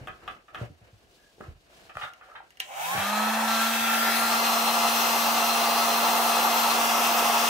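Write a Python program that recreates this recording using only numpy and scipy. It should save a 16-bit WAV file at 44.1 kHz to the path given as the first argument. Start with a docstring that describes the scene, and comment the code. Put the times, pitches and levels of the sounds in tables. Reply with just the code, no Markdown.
"""A hot-air gun roars and hisses: coloured noise for the air, with sines for shaft hum, armature, fan blades
and brushes, all following the speed of its little brushed motor.
First the gun is picked up from a wooden bench in a small workshop: ringing knocks, dull thumps and rubbing
noise, then the switch snaps. The fan spins up and the gun is turned towards the work."""
import sys
import numpy as np
from scipy import signal
from scipy.fft import rfft, irfft, next_fast_len
from scipy.io import wavfile

SR = 44100
rng = np.random.default_rng(int(sys.argv[2]) if len(sys.argv) > 2 else 0)


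def generate_wav(sig):
    """Save sig (samples, or channels by samples) to the path in sys.argv[1] as 16-bit PCM at SR."""
    pcm = np.round(np.clip(np.atleast_2d(sig).T, -1, 1) * 32767).astype(np.int16)
    wavfile.write(sys.argv[1], SR, pcm)


N = 330485
LEFT_RIGHT = np.array([[1], [-1]])   # plus on the left, minus on the right


def from_db(db):
    """Decibels to gain."""
    return 10 ** (np.asarray(db) / 20)


def rms_one(x):
    """Scales to unit rms."""
    return x / np.sqrt(np.mean(x ** 2) + 1e-20)


def in_time(rows):
    """Draws one curve per column, sample by sample."""
    s, *columns = np.transpose(rows)
    return [np.interp(np.arange(N) / SR, s, column) for column in columns]


def at_hz(points, hz):
    """Reads a table on a log-frequency axis."""
    table_hz, values = np.transpose(points)
    return np.interp(np.log(hz), np.log(table_hz), values)


def drift(rate, count):
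    """Slow random curves of spread 1, one per row, one point every 64 samples; a higher rate is quicker."""
    r = np.exp(-128 * np.pi * rate / SR)
    raw = rng.standard_normal((count, N // 64 + 3002))
    slow = signal.lfilter([1], [1, -2 * r, r * r], raw)[:, 3000:]   # drop the filter's settling
    slow = slow - slow.mean(axis=1, keepdims=True)
    return slow / slow.std(axis=1, keepdims=True)


def stretch(slow, first=0):
    """Reads a slow curve at every sample from the first on."""
    return np.interp(np.arange(first, N) / 64, np.arange(len(slow)), slow)


TOP_HZ = 14600   # noise colours stay level above this


def noise(spectrum, alike, pan=((1, 0), (2, 0)), peaks=()):
    """Stereo noise of rms 1 with a colour, a left-right likeness and a balance at each frequency."""
    size = next_fast_len(N)
    hz = np.arange(size // 2 + 1) * SR / size + 1e-3
    colour_db = at_hz(spectrum, np.minimum(hz, TOP_HZ))
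    for peak_hz, width_hz, db in peaks:
        colour_db = colour_db + db / (1 + (2 * (hz - peak_hz) / width_hz) ** 2)
    mid, side = rfft(rng.standard_normal((2, size)))
    likeness = np.clip(at_hz(alike, hz), -1, 1)
    half_db = at_hz(pan, hz) / 2
    pair = np.sqrt(1 + likeness) * mid + np.sqrt(1 - likeness) * side * LEFT_RIGHT
    return rms_one(irfft(pair * from_db(colour_db + half_db * LEFT_RIGHT), size)[:, :N])


def ring(clicks, hz, t60):
    """Each unit click starts a sine of starting height 1 that dies by 60 dB in t60 seconds."""
    r, w = from_db(-60 / (t60 * SR)), 2 * np.pi * hz / SR
    return signal.lfilter([0, np.sin(w)], [1, -2 * r * np.cos(w), r * r], clicks + 1e-18)


def blow(modes, soft_hz, pitch=1, detune_db=0, crack_db=-40, order=2, damping=1):
    """One blow: ringing modes plus a dying crack of noise, dulled by a soft contact; peak 1."""
    click = np.zeros(SR // 2)
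    click[0] = 1
    out = np.zeros(SR // 2)
    for k, (hz, db, t60) in enumerate(modes):
        strength = from_db(db + 1.4 * rng.normal()) * (-1) ** k   # neighbours start in opposite directions
        mode_hz = hz * pitch * from_db(detune_db * rng.normal())
        out += strength * ring(click, mode_hz, t60 * damping)
    crack_fade_db = crack_db - 60 * np.arange(SR // 2) / SR / (0.03 * damping)
    out += from_db(crack_fade_db) * rng.standard_normal(SR // 2)
    sos = signal.butter(order, np.clip(soft_hz, 60, 18000), fs=SR, output="sos")
    out = signal.sosfilt(sos, out)
    return out / np.abs(out).max()


def thin(sound, low_hz):
    """Takes the bass off; peak 1."""
    sound = signal.sosfilt(signal.butter(3, low_hz, "high", fs=SR, output="sos"), sound)
    return sound / np.abs(sound).max()


def add(track, s, sound):
    """Mixes a sound in at s seconds."""
    i = round(s * SR)
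    track[..., i:i + sound.shape[-1]] += sound[..., :N - i]


# The gun in the hand: (time [s], pose [number], roar at full speed [dB], hiss at full speed [dB])
# Poses: 0 fan starting, 1 held away, 2 swinging in, 3 over the work, 4 and above tilted back
GUN_IN_HAND = [(2.6, 0, -11.5, -35), (2.85, 1.1, -21.5, -29), (3.1, 2.5, -26.5, -32.5),
               (3.3, 2.5, -26, -34), (3.45, 2.5, -29, -33), (3.55, 2.5, -30.5, -28.5), (3.8, 2, -29.5, -30),
               (4.0, 2, -26, -30.5), (4.4, 3, -26, -29), (6.7, 3, -23.5, -29), (6.9, 5, -23.5, -29),
               (7.49, 4.5, -25.5, -29)]


def hold():
    """How the gun is held over time, with the roar and hiss that go with it."""
    pose, roar_db, hiss_db = in_time(GUN_IN_HAND)
    return np.clip(pose, 0, 4), roar_db, hiss_db


ON_S, SPIN_UP_S = 2.6, 0.205   # switch-on time, time constant of the spin-up
FULL_HZ, CREEP_HZ, CREEP_S = 232.0, 7.2, 2.2   # full turns per second; the last few come as the motor warms


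def shaft():
    """Turns per second closing in on full speed, and how far below it in dB."""
    t = np.maximum(np.arange(N) / SR - ON_S, 1e-4)
    turns_hz = (1 - np.exp(-t / SPIN_UP_S)) * (FULL_HZ - CREEP_HZ * np.exp(-t / CREEP_S))
    return turns_hz, 20 * np.log10(turns_hz / FULL_HZ)


# Colour of the air in each pose: (frequency [Hz], level [dB per Hz])
STARTING_COLOUR = [(180, -71), (300, -48), (461, -29), (562, -8), (794, -11), (937, -20), (1020, -7),
                   (1110, -15), (1490, -28), (2880, -14), (4490, -38), (6570, -16), (15500, -37)]
AWAY_COLOUR = [(180, -50), (300, -55), (610, -10), (663, -6), (821, 1.5), (892, -7), (1300, -5.5),
               (1590, -15), (1840, -12), (2320, -6.5), (4000, -12.5), (7250, -8), (11000, -9.5),
               (14500, -8)]
SWINGING_COLOUR = [(180, -44), (300, -24.5), (849, -5), (1050, -10.5), (1280, -8), (1350, -9), (2320, -13),
                   (3340, -16.5), (4570, -18.5), (9930, -20.5), (11000, -28), (12900, -16.5),
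                   (15500, -25.5)]
NEAR_COLOUR = [(150, -34.5), (300, -14.5), (480, -7), (650, -6), (1000, -3.5), (1350, -10.5), (1500, -5.5),
               (2300, -16.5), (3500, -13), (4700, -19.5), (5600, -15.5), (8000, -22), (11000, -25),
               (14600, -33.5)]
# Low turbulence round the casing: (frequency [Hz], level [dB per Hz])
BUFFET_COLOUR = [(20, -12), (60, -33), (100, -24), (150, -8.5), (300, -4), (420, -5.5), (800, -56)]
# Resonances heard from behind the gun: (frequency [Hz], width [Hz], level [dB])
INLET_PEAKS = [(786, 120, 5), (1760, 180, 5), (2640, 37, 13.5), (3310, 210, 8.5), (3750, 300, 6.5),
               (6100, 550, 3.5), (14700, 1200, 2.5)]
# Resonances of the near air, the last one lost on tilting back: (frequency [Hz], width [Hz], level [dB])
BARREL_PEAKS = [(739, 34, 4.5), (853, 310, 10.5), (1171, 154, 12), (1308, 62, 14), (1600, 59, -6.5),
                (1670, 49, 3), (2540, 39, 8.5), (2718, 143, 7.5), (14900, 1200, 11), (6530, 630, 2),
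                (12900, 710, 11), (4145, 350, 12)]
# How alike the air is on both sides: (frequency [Hz], left-right likeness [-1 to 1])
AWAY_LIKENESS = [(60, 0.59), (150, 0.77), (380, 0.95), (950, 0.2), (2380, 0.61), (5980, 0.11),
                 (15000, 0.16)]
NEAR_LIKENESS = [(60, 0.87), (120, 1), (240, 0.99), (480, 0.92), (950, 0.82), (1890, 0.46), (3770, 0.52),
                 (7520, 0.73), (15000, 1)]
# Which side the air leans to: (frequency [Hz], left minus right [dB])
AWAY_BALANCE = [(60, 2), (150, 4), (380, -5), (950, -1.5), (2380, 1), (5980, 1.5), (15000, 2.5)]
NEAR_BALANCE = [(60, 7), (100, -14), (180, 33), (310, 0), (550, -2), (950, -2), (1650, 3), (2860, 2),
                (4970, 2.5), (8640, 5), (15000, -1)]
ROAR_LAW, HISS_LAW = 3.38, 2.44   # dB lost per dB of missing speed
HISS_START_DB = -7.5   # from first contact the brushes hiss as the air would this far below full speed
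HISS_THROB = 0.083     # the hiss pulses once a turn by this share


def air(pose, roar_db, hiss_db):
    """Turbulent air from inlet and nozzle: noise whose colour crosses over from pose to pose."""
    turns_hz, slow_db = shaft()
    throb = 1 + HISS_THROB * np.sin(2 * np.pi * np.cumsum(turns_hz) / SR)
    roar_db = roar_db + ROAR_LAW * slow_db
    hiss_db = hiss_db + HISS_LAW * np.maximum(slow_db, HISS_START_DB)
    colours = [noise(STARTING_COLOUR, AWAY_LIKENESS, AWAY_BALANCE),
               noise(AWAY_COLOUR, AWAY_LIKENESS, AWAY_BALANCE, INLET_PEAKS),
               noise(SWINGING_COLOUR, AWAY_LIKENESS, AWAY_BALANCE, INLET_PEAKS),
               noise(NEAR_COLOUR, NEAR_LIKENESS, NEAR_BALANCE, BARREL_PEAKS),
               noise(NEAR_COLOUR, NEAR_LIKENESS, NEAR_BALANCE, BARREL_PEAKS[:-1])]
    out = from_db(roar_db - 30) * noise(BUFFET_COLOUR, NEAR_LIKENESS)
    gusts = drift(20.0, count=2)
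    # roar below 2200 Hz, hiss above
    for kind, level_db, gust, pulse in (("low", roar_db, gusts[0], 1), ("high", hiss_db, gusts[1], throb)):
        sos = signal.butter(4, 2200, kind, fs=SR, output="sos")
        blend = np.zeros((2, N))
        for k, colour in enumerate(colours):
            share = np.sqrt(np.clip(1 - np.abs(pose - k), 0, 1))
            blend += share * rms_one(signal.sosfilt(sos, colour))
        out += from_db(level_db + 1.0 * stretch(gust)) * blend * pulse
    return out * (np.arange(N) > ON_S * SR)


# Echo off the bench top, shortening as the gun comes down: (time [s], delay [ms], level [dB])
BENCH_TOP_ECHO = [(2.9, 1.3, -10), (3.45, 1.12, -14), (3.65, 0.8, -32), (3.85, 0.82, -14),
                  (3.95, 0.67, -20), (4.1, 0.524, -10), (4.3, 0.38, -15), (4.55, 0.35, -12.5)]
# Air reaching the left side late: (pose [number], left lag [ms])
LEFT_AIR_LAG = [(1.2, 0.33), (2.1, 0.0067)]


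def bench_echo(x, pose):
    """Adds a slightly late copy, later on the right; the left side lags while the gun is off to the side."""
    late_ms, echo_db = in_time(BENCH_TOP_ECHO)
    now = np.arange(N)
    late = [np.interp(now - late_ms * longer * SR / 1000, now, channel)
            for channel, longer in zip(x, (1, 1.04))]
    left, right = (x + from_db(echo_db) * np.array(late)) / np.sqrt(1 + from_db(2 * echo_db))
    lag = np.round(np.interp(pose, *np.transpose(LEFT_AIR_LAG)) * SR / 1000).astype(int)
    return np.array([left[np.maximum(now - lag, 0)], right])


# Rms level of the motor tones at full speed as the gun is moved:
# (time [s], unbalance hum [dB], armature at 3 times the shaft [dB], blades at 6 times the shaft [dB])
MOTOR_TONES = [(2.68, -45, -60, -45), (2.8, -45, -54, -30), (3.0, -36, -42, -33), (3.2, -30, -39, -31.5),
               (3.42, -32, -40, -36), (3.52, -33, -39, -28), (3.68, -34, -39, -31), (3.79, -35, -44, -40),
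               (3.87, -35, -43, -30), (4.0, -35, -42.5, -30.5), (4.4, -36.5, -37, -32),
               (5.1, -37.5, -36, -34), (5.8, -38, -33.5, -34), (6.6, -38.5, -35.5, -33),
               (7.49, -39, -33.5, -34.5)]
# The tone at 7 times the shaft, showing while the inlet sweeps past: (time [s], level [dB])
SEVENTH_TONE = [(3.2, -49), (3.4, -41), (3.61, -33), (3.75, -41), (3.9, -46), (4.1, -43), (4.3, -42),
                (4.5, -57)]
HUM_LAW, ARMATURE_LAW, BLADE_LAW = 4.5, 3.5, 2.6   # dB lost per dB of missing speed


def shaft_tones(pose, phase, slow_db):
    """Sines locked to the shaft; their left and right phases change as the gun turns."""
    hum_db, armature_db, blade_db = in_time(MOTOR_TONES)
    seventh_db = in_time(SEVENTH_TONE)[0]
    near = np.clip(pose - 2, 0, 1)
    first_waver, second_waver = [stretch(curve) for curve in from_db(2.3 * drift(14.0, count=2))]
    hum = from_db(hum_db + HUM_LAW * slow_db) * np.sin(phase + 0.032 * LEFT_RIGHT)
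    armature_gain = from_db(armature_db + ARMATURE_LAW * slow_db - 2.2 * LEFT_RIGHT * near)
    armature = first_waver * armature_gain * np.sin(3 * phase + 0.35 * LEFT_RIGHT * (1 - near))
    blade_gain = second_waver * from_db(blade_db + BLADE_LAW * slow_db)
    blades = blade_gain * np.sin(6 * phase + LEFT_RIGHT * (0.4 - 1.655 * near))
    seventh_gain = first_waver * from_db(seventh_db + BLADE_LAW * slow_db)
    seventh = seventh_gain * np.sin(7 * phase + 0.5 * LEFT_RIGHT)
    return np.sqrt(2) * (hum + armature + blades + seventh)


# Strong brush and commutator lines at full speed, before BRUSH_DB is added:
# (multiple of the shaft speed [number], left [dB], right [dB])
BRUSH_LINES = [(9, -43, -46), (11, -50, -50), (12, -48, -47), (18, -43, -54), (20, -46, -50),
               (21, -50, -45), (22, -48, -56), (24, -49, -55), (25, -47, -50), (28, -48, -58),
               (33, -50, -56), (35, -52, -59), (36, -48, -57), (39, -51, -60), (40, -48, -57),
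               (41, -48, -58), (42, -52, -61), (43, -50, -59), (44, -45, -53), (47, -53, -56),
               (54, -48, -58), (56, -41, -52), (57, -43, -53), (58, -49, -58), (59, -51, -58),
               (60, -48, -54), (62, -43, -49), (64, -47, -52), (65, -45, -50), (66, -44, -51),
               (68, -50, -58)]
BRUSH_REST_DB = (-55, -59)   # all other multiples from 7 to 68: left, right
BRUSH_DB, BRUSH_LAW = 1.1, 3.2   # lift of all lines; dB lost per dB of missing speed
# The strong lines come forward as the vents face the microphones: (start [s], end [s])
LINES_FORWARD_S = (3.5, 4.1)


def brush_lines(phase, slow_db):
    """A comb of sines from brushes and commutator, swelling and fading apart on each side."""
    forward = np.interp(np.arange(0, N, 64) / SR, LINES_FORWARD_S, (0, 1))
    strong = {order: both for order, *both in BRUSH_LINES}
    fade, turn = drift(4.0, count=124)[:, :len(forward)], drift(3.5, count=124)
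    lines, on = np.zeros((2, N)), round(ON_S * SR)
    for k in range(124):   # 62 multiples on two sides
        order, side = 7 + k // 2, k % 2
        rest_db = BRUSH_REST_DB[side]
        strong_db = strong.get(order, BRUSH_REST_DB)[side]
        level_db = rest_db + forward * (strong_db - rest_db)
        gain = stretch(from_db(level_db + 3.2 * fade[k]), on)
        lines[side, on:] += gain * np.sin(order * phase[on:] + stretch(2.03 * turn[k], on))
    return np.sqrt(2) * from_db(BRUSH_DB + BRUSH_LAW * slow_db) * lines


def motor(pose):
    """The turning shaft drives both the low tones and the brush lines."""
    turns_hz, slow_db = shaft()
    phase = 2 * np.pi * np.cumsum(turns_hz) / SR
    return shaft_tones(pose, phase, slow_db) + brush_lines(phase, slow_db)


# Finger ticks on the switch, then the snap: (time [s], peak level [dB])
SWITCH_CLICKS = [(2.1354, -38), (2.5053, -41), (2.5717, -40), (2.598, -33), (2.601, -34), (2.6018, -14.5)]
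# Ringing of the switch rocker: (frequency [Hz], level [dB], time to die by 60 dB [s])
ROCKER_MODES = [(753, -23, 0.04), (1010, -23, .03), (1900, -7, 0.016), (2260, -13, 0.024),
                (2800, -5, 0.013), (3240, -8, 0.0088), (4030, -10, 0.005), (6000, -7.5, 0.003),
                (8600, -11, 0.004), (11900, -10, 0.0035), (15000, -7, .003)]
IN_HAND_LOW_HZ = 556   # bass edge of clicks and knocks with the gun in the hand
SWITCH_LAG_MS = 0.31   # held further right by then, so the left hears it later


def switch(play):
    """Sharp clicks set the little rocker ringing."""
    for s, peak_db in SWITCH_CLICKS:
        click = thin(blow(ROCKER_MODES, soft_hz=13000, crack_db=-15.5), IN_HAND_LOW_HZ)
        play(s, from_db(peak_db) * click, room_db=-6.5, lag_ms=SWITCH_LAG_MS)


# Knocks of gun and tools: (time [s], peak level [dB], sharpness [Hz], level sent to the room [dB])
CASING_KNOCKS = [(0.072, -28.5, 3520, -4.5), (.080, -28, 2600, 0.5), (.098, -37, 2600, -2),
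                 (0.277, -26.5, 3420, 0), (.284, -31, 3440, -5), (.297, -40, 3500, -7),
                 (.481, -45.5, 2700, 5), (0.546, -28.5, 4450, -3), (.554, -28.5, 3400, -3),
                 (.572, -37, 3000, 0), (.611, -47, 2500, -4), (1.408, -30.5, 1900, -8),
                 (1.436, -41, 2000, 0), (1.894, -40, 2800, 3.5), (1.953, -33, 2300, -6),
                 (1.9695, -20, 2200, -12), (2.015, -29, 3000, -2), (2.211, -41, 2400, -4),
                 (2.354, -35, 3340, 0)]
# Ringing of the casing: (frequency [Hz], level [dB], time to die by 60 dB [s])
CASING_MODES = [(513, -13, 0.0099), (704, -4.5, 0.026), (900, -10.5, 0.018), (1110, -3.5, 0.015),
                (1313, 0, 0.029), (1500, -5.5, 0.022), (1690, -3.5, .015), (2030, -6.5, .015),
                (2330, -13, 0.015), (2600, -9.5, 0.034), (3045, -7, 0.019), (3400, -5.5, 0.016),
                (4300, -16, 0.0076), (6000, -22, .004)]
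LIFTED_S, ON_BENCH_LOW_HZ = 1.8, 250   # once off the bench the knocks lose more bass
HAND_DAMPING = 0.55   # a gripped casing rings for this share of its free time
TICK_DB, TICK_LOW_HZ = -21.5, 3000   # bright edge of each knock, relative to its body


def knocks(play):
    """Hard contacts ring the casing, each with a bright tick at its edge."""
    for s, peak_db, sharp_hz, room_db in CASING_KNOCKS:
        damping, low_hz = (HAND_DAMPING, IN_HAND_LOW_HZ) if s > LIFTED_S else (1, ON_BENCH_LOW_HZ)
        body = blow(CASING_MODES, sharp_hz, detune_db=0.22, crack_db=-10.0, order=4, damping=damping)
        tick = thin(blow(CASING_MODES, soft_hz=15000, crack_db=-2.0), TICK_LOW_HZ)
        play(s, from_db(peak_db) * thin(body + from_db(TICK_DB) * tick, low_hz), room_db)


# Thumps through the bench top: (time [s], peak level [dB], pitch factor [ratio], sharpness [Hz])
BENCH_THUMPS = [(.008, -37.5, 1, 300), (.09, -43, 1.3, 400), (0.611, -26.5, 0.93, 900),
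                (0.699, -40, 1.17, 300), (0.811, -48, 0.8, 220), (0.926, -48.5, 0.79, 180),
                (1.381, -47, 3.1, 600), (1.405, -33, 2.8, 900), (1.478, -33, 0.59, 109),
                (1.55, -54, 1.15, 110), (1.955, -42, 0.555, 300), (2.027, -49, 1.06, 200),
                (2.947, -32, 1.65, 450), (2.976, -32, 1.24, 300), (3.801, -51, .9, 120)]
# Ringing of the bench top: (frequency [Hz], level [dB], time to die by 60 dB [s])
BENCH_MODES = [(73.3, -7.5, 0.32), (129, -2.5, 0.16), (247, -3, 0.072), (411, -13, 0.08), (630, -8, 0.06)]


def thumps(play):
    """Soft blows ring the bench top; those pitched above 1 die sooner."""
    for s, peak_db, pitch, sharp_hz in BENCH_THUMPS:
        thump = blow(BENCH_MODES, sharp_hz, pitch, damping=min(1, pitch ** -2))
        play(s, from_db(peak_db) * thump, room_db=-0.5)


# The casing drags against hand and cable:
# (loudest time [s], rise [s], fall by 20 dB [s], level [dB], pitch factor [ratio], sharpness [Hz])
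CASING_DRAGS = [(.23, 0.013, .03, -53, 1.02, 1800), (1.99, .015, 0.046, -40.5, .95, 2550),
                (2.024, 0.016, .05, -33, 1.09, 3800), (2.06, .02, 0.062, -46, 1.02, 1600),
                (2.225, 0.015, 0.051, -52, 1.05, 2510), (2.298, .014, .06, -49, 1.02, 1600),
                (2.36, 0.0087, 0.028, -44, 1.22, 3200)]
SLIPS_PER_S = 1500   # average number of tiny slips


def drag(rise, fall, pitch, sharp_hz):
    """Uneven slips ring the casing under a quick swell; rms about 1 at its loudest."""
    t = np.arange(SR // 4) / SR
    slips = (rng.random(len(t)) < SLIPS_PER_S / SR) * rng.standard_normal(len(t))
    slips = slips * from_db(1.5 * rng.exponential(1, len(t)))
    body = sum(from_db(db) * (-1) ** k * ring(slips, hz * pitch, t60)
               for k, (hz, db, t60) in enumerate(CASING_MODES))
    sos = signal.butter(4, np.clip(sharp_hz, 300, 9000), fs=SR, output="sos")
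    swell = np.where(t < rise, t / rise, from_db(-20 * (t - rise) / fall))
    return rms_one(signal.sosfilt(sos, body)) * swell


def drags(play):
    """Places each run of slips so that it is loudest at its listed time."""
    for s, rise, fall, level_db, pitch, sharp_hz in CASING_DRAGS:
        play(s - rise, from_db(level_db) * drag(rise, fall, pitch, sharp_hz), room_db=-3.5)


# The hollow handle pops as the grip shifts: (time [s], peak level [dB])
HANDLE_POPS = [(1.852, -51), (1.903, -43), (2.038, -35), (2.066, -54), (2.288, -47), (2.351, -39),
               (2.372, -39), (2.403, -37), (2.418, -52), (2.436, -62)]
# Ringing of the handle: (frequency [Hz], level [dB], time to die by 60 dB [s])
HANDLE_MODES = [(715, -3.5, 0.025), (920, -2.5, 0.015), (1490, -16, 0.013)]


def pops(play):
    """Dull, short blows ring the hollow handle."""
    for s, peak_db in HANDLE_POPS:
        pop = blow(HANDLE_MODES, soft_hz=1800, detune_db=0.3)
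        play(s, from_db(peak_db) * pop, room_db=-8)


HAND_LAG_MS = 0.11   # lifted on the right: the left microphone hears it later


def handling():
    """Mixes every contact sound, both dry and through the room."""
    dry, wet = np.zeros((2, N)), np.zeros(N)

    def play(s, sound, room_db, lag_ms=HAND_LAG_MS):
        """Sends a sound straight to both sides and a share to the room; no lag in the first second."""
        add(dry[0], s + lag_ms / 1000 * (s > 1), sound)
        add(dry[1], s, sound)
        add(wet, s, from_db(room_db) * sound)

    knocks(play)
    drags(play)
    pops(play)
    switch(play)
    thumps(play)
    return dry + room(wet)


# Hands and cable rubbing, each rub a swell:
# (loudest time [s], length [s], low rumble [dB], scrape [dB], fine rustle [dB])
RUB_SWELLS = [(0.0, 0.55, -50.5, -54, -64.5), (0.289, 0.33, -53, -52, -64.5),
              (0.609, 0.22, -48.5, -46, -58.5), (0.853, 0.15, -63, -60.5, -74), (1.218, 1, -66, -84, -67),
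              (1.46, 0.22, -49, -55, -64), (1.817, 0.44, -61.5, -56.5, -59), (2.028, 0.24, -65, -65, -54.5),
              (2.283, 0.57, -74, -57.5, -69)]
# Level between rubs: (rumble [dB], scrape [dB], rustle [dB])
BETWEEN_RUBS_DB = (-68, -65.5, -69.5)
# Colours of the three rubbing noises: (frequency [Hz], level [dB per Hz])
RUMBLE_COLOUR = [(15, -14), (40, 3.5), (90, -5.5), (150, -8), (250, -8), (350, -4.5), (500, -9), (700, -57)]
SCRAPE_COLOUR = [(180, -52), (280, -21), (400, -9), (515, -2.5), (707, 1), (817, -6), (1300, -8),
                 (1700, -4.5), (1850, -9.5), (3000, -11), (3900, -65), (6600, -120)]
RUSTLE_COLOUR = [(1180, -40), (2000, -13), (2220, -7), (2790, -1), (4110, -1.5), (6500, -7.5), (13300, -17),
                 (15500, -21)]
# How alike the rubbing is on both sides: (frequency [Hz], left-right likeness [-1 to 1])
RUB_LIKENESS = [(60, 0.75), (180, 0.79), (550, 0.66), (1650, -0.3), (4970, 0.21), (15000, 0.96)]


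def rubbing():
    """Friction noise: rumble, scrape and rustle swell together, each with its own random lumps."""
    power = from_db(2 * np.array(BETWEEN_RUBS_DB))[:, None] * np.ones(N)
    for s, length, *levels_db in RUB_SWELLS:
        swell = np.cos(np.pi * np.clip((np.arange(N) / SR - s) / length, -.5, .5)) ** 2
        power = power + from_db(2 * np.array(levels_db))[:, None] * swell ** 2
    rumble, scrape, rustle = np.sqrt(power)
    lumps = drift(28.0, count=3)
    return (rumble * from_db(1.8 * stretch(lumps[0])) * noise(RUMBLE_COLOUR, RUB_LIKENESS)
            + scrape * from_db(1.5 * stretch(lumps[1])) * noise(SCRAPE_COLOUR, RUB_LIKENESS)
            + rustle * from_db(1.6 * stretch(lumps[2])) * noise(RUSTLE_COLOUR, RUB_LIKENESS, AWAY_BALANCE))


# A faint narrow squeak: (start [s], end [s], frequency [Hz], width [Hz], level [dB])
FAINT_SQUEAK = (1.17, 1.32, 1670, 70, -67)


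def squeak():
    """Noise through a narrow resonance, swelling and fading."""
    start, end, hz, width_hz, level_db = FAINT_SQUEAK
    sos = signal.butter(2, [hz - width_hz / 2, hz + width_hz / 2], "band", fs=SR, output="sos")
    swell = np.sin(np.pi * np.clip((np.arange(N) / SR - start) / (end - start), 0, 1))
    tone = rms_one(signal.sosfilt(sos, rng.standard_normal(N)))
    return from_db(level_db) * np.sqrt(np.abs(swell)) * tone


# How long the room rings: (frequency [Hz], time to die by 60 dB [s])
ROOM_RINGING = [(200, 0.084), (1200, 0.3), (4000, 0.2), (12000, 0.015)]


def room(x):
    """Diffuse tail: octave bands of noise dying at their own rate, unrelated on each side."""
    t, tail = np.arange(SR // 2) / SR, 0
    for low in 90 * 2.0 ** np.arange(8):
        sos = signal.butter(2, [low, min(2 * low, 19000)], "band", fs=SR, output="sos")
        band = signal.sosfilt(sos, rng.standard_normal((2, len(t))))
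        tail = tail + band * from_db(-60 * t / at_hz(ROOM_RINGING, np.sqrt(2) * low))
    tail = tail * np.minimum(t / 0.002, 1)
    tail = tail / np.sqrt(np.sum(tail ** 2) / 2)
    return signal.fftconvolve(x[None], tail, axes=1)[:, :N]


def scene():
    """The gun is handled, then its motor and air start; all layers are summed."""
    pose, roar_db, hiss_db = hold()
    contacts = handling() + rubbing() + squeak()
    return contacts + motor(pose) + bench_echo(air(pose, roar_db, hiss_db), pose)


BASS_EDGE_HZ, TREBLE_EDGE_HZ = 44.4, 15730


def record(dry):
    """The deepest bass is thinned and the top is cut steeply."""
    dry = signal.sosfilt(signal.butter(2, BASS_EDGE_HZ, "high", fs=SR, output="sos"), dry)
    return signal.sosfilt(signal.ellip(14, .5, 70, TREBLE_EDGE_HZ, fs=SR, output="sos"), dry)


dry = scene()
out = record(dry)
generate_wav(out)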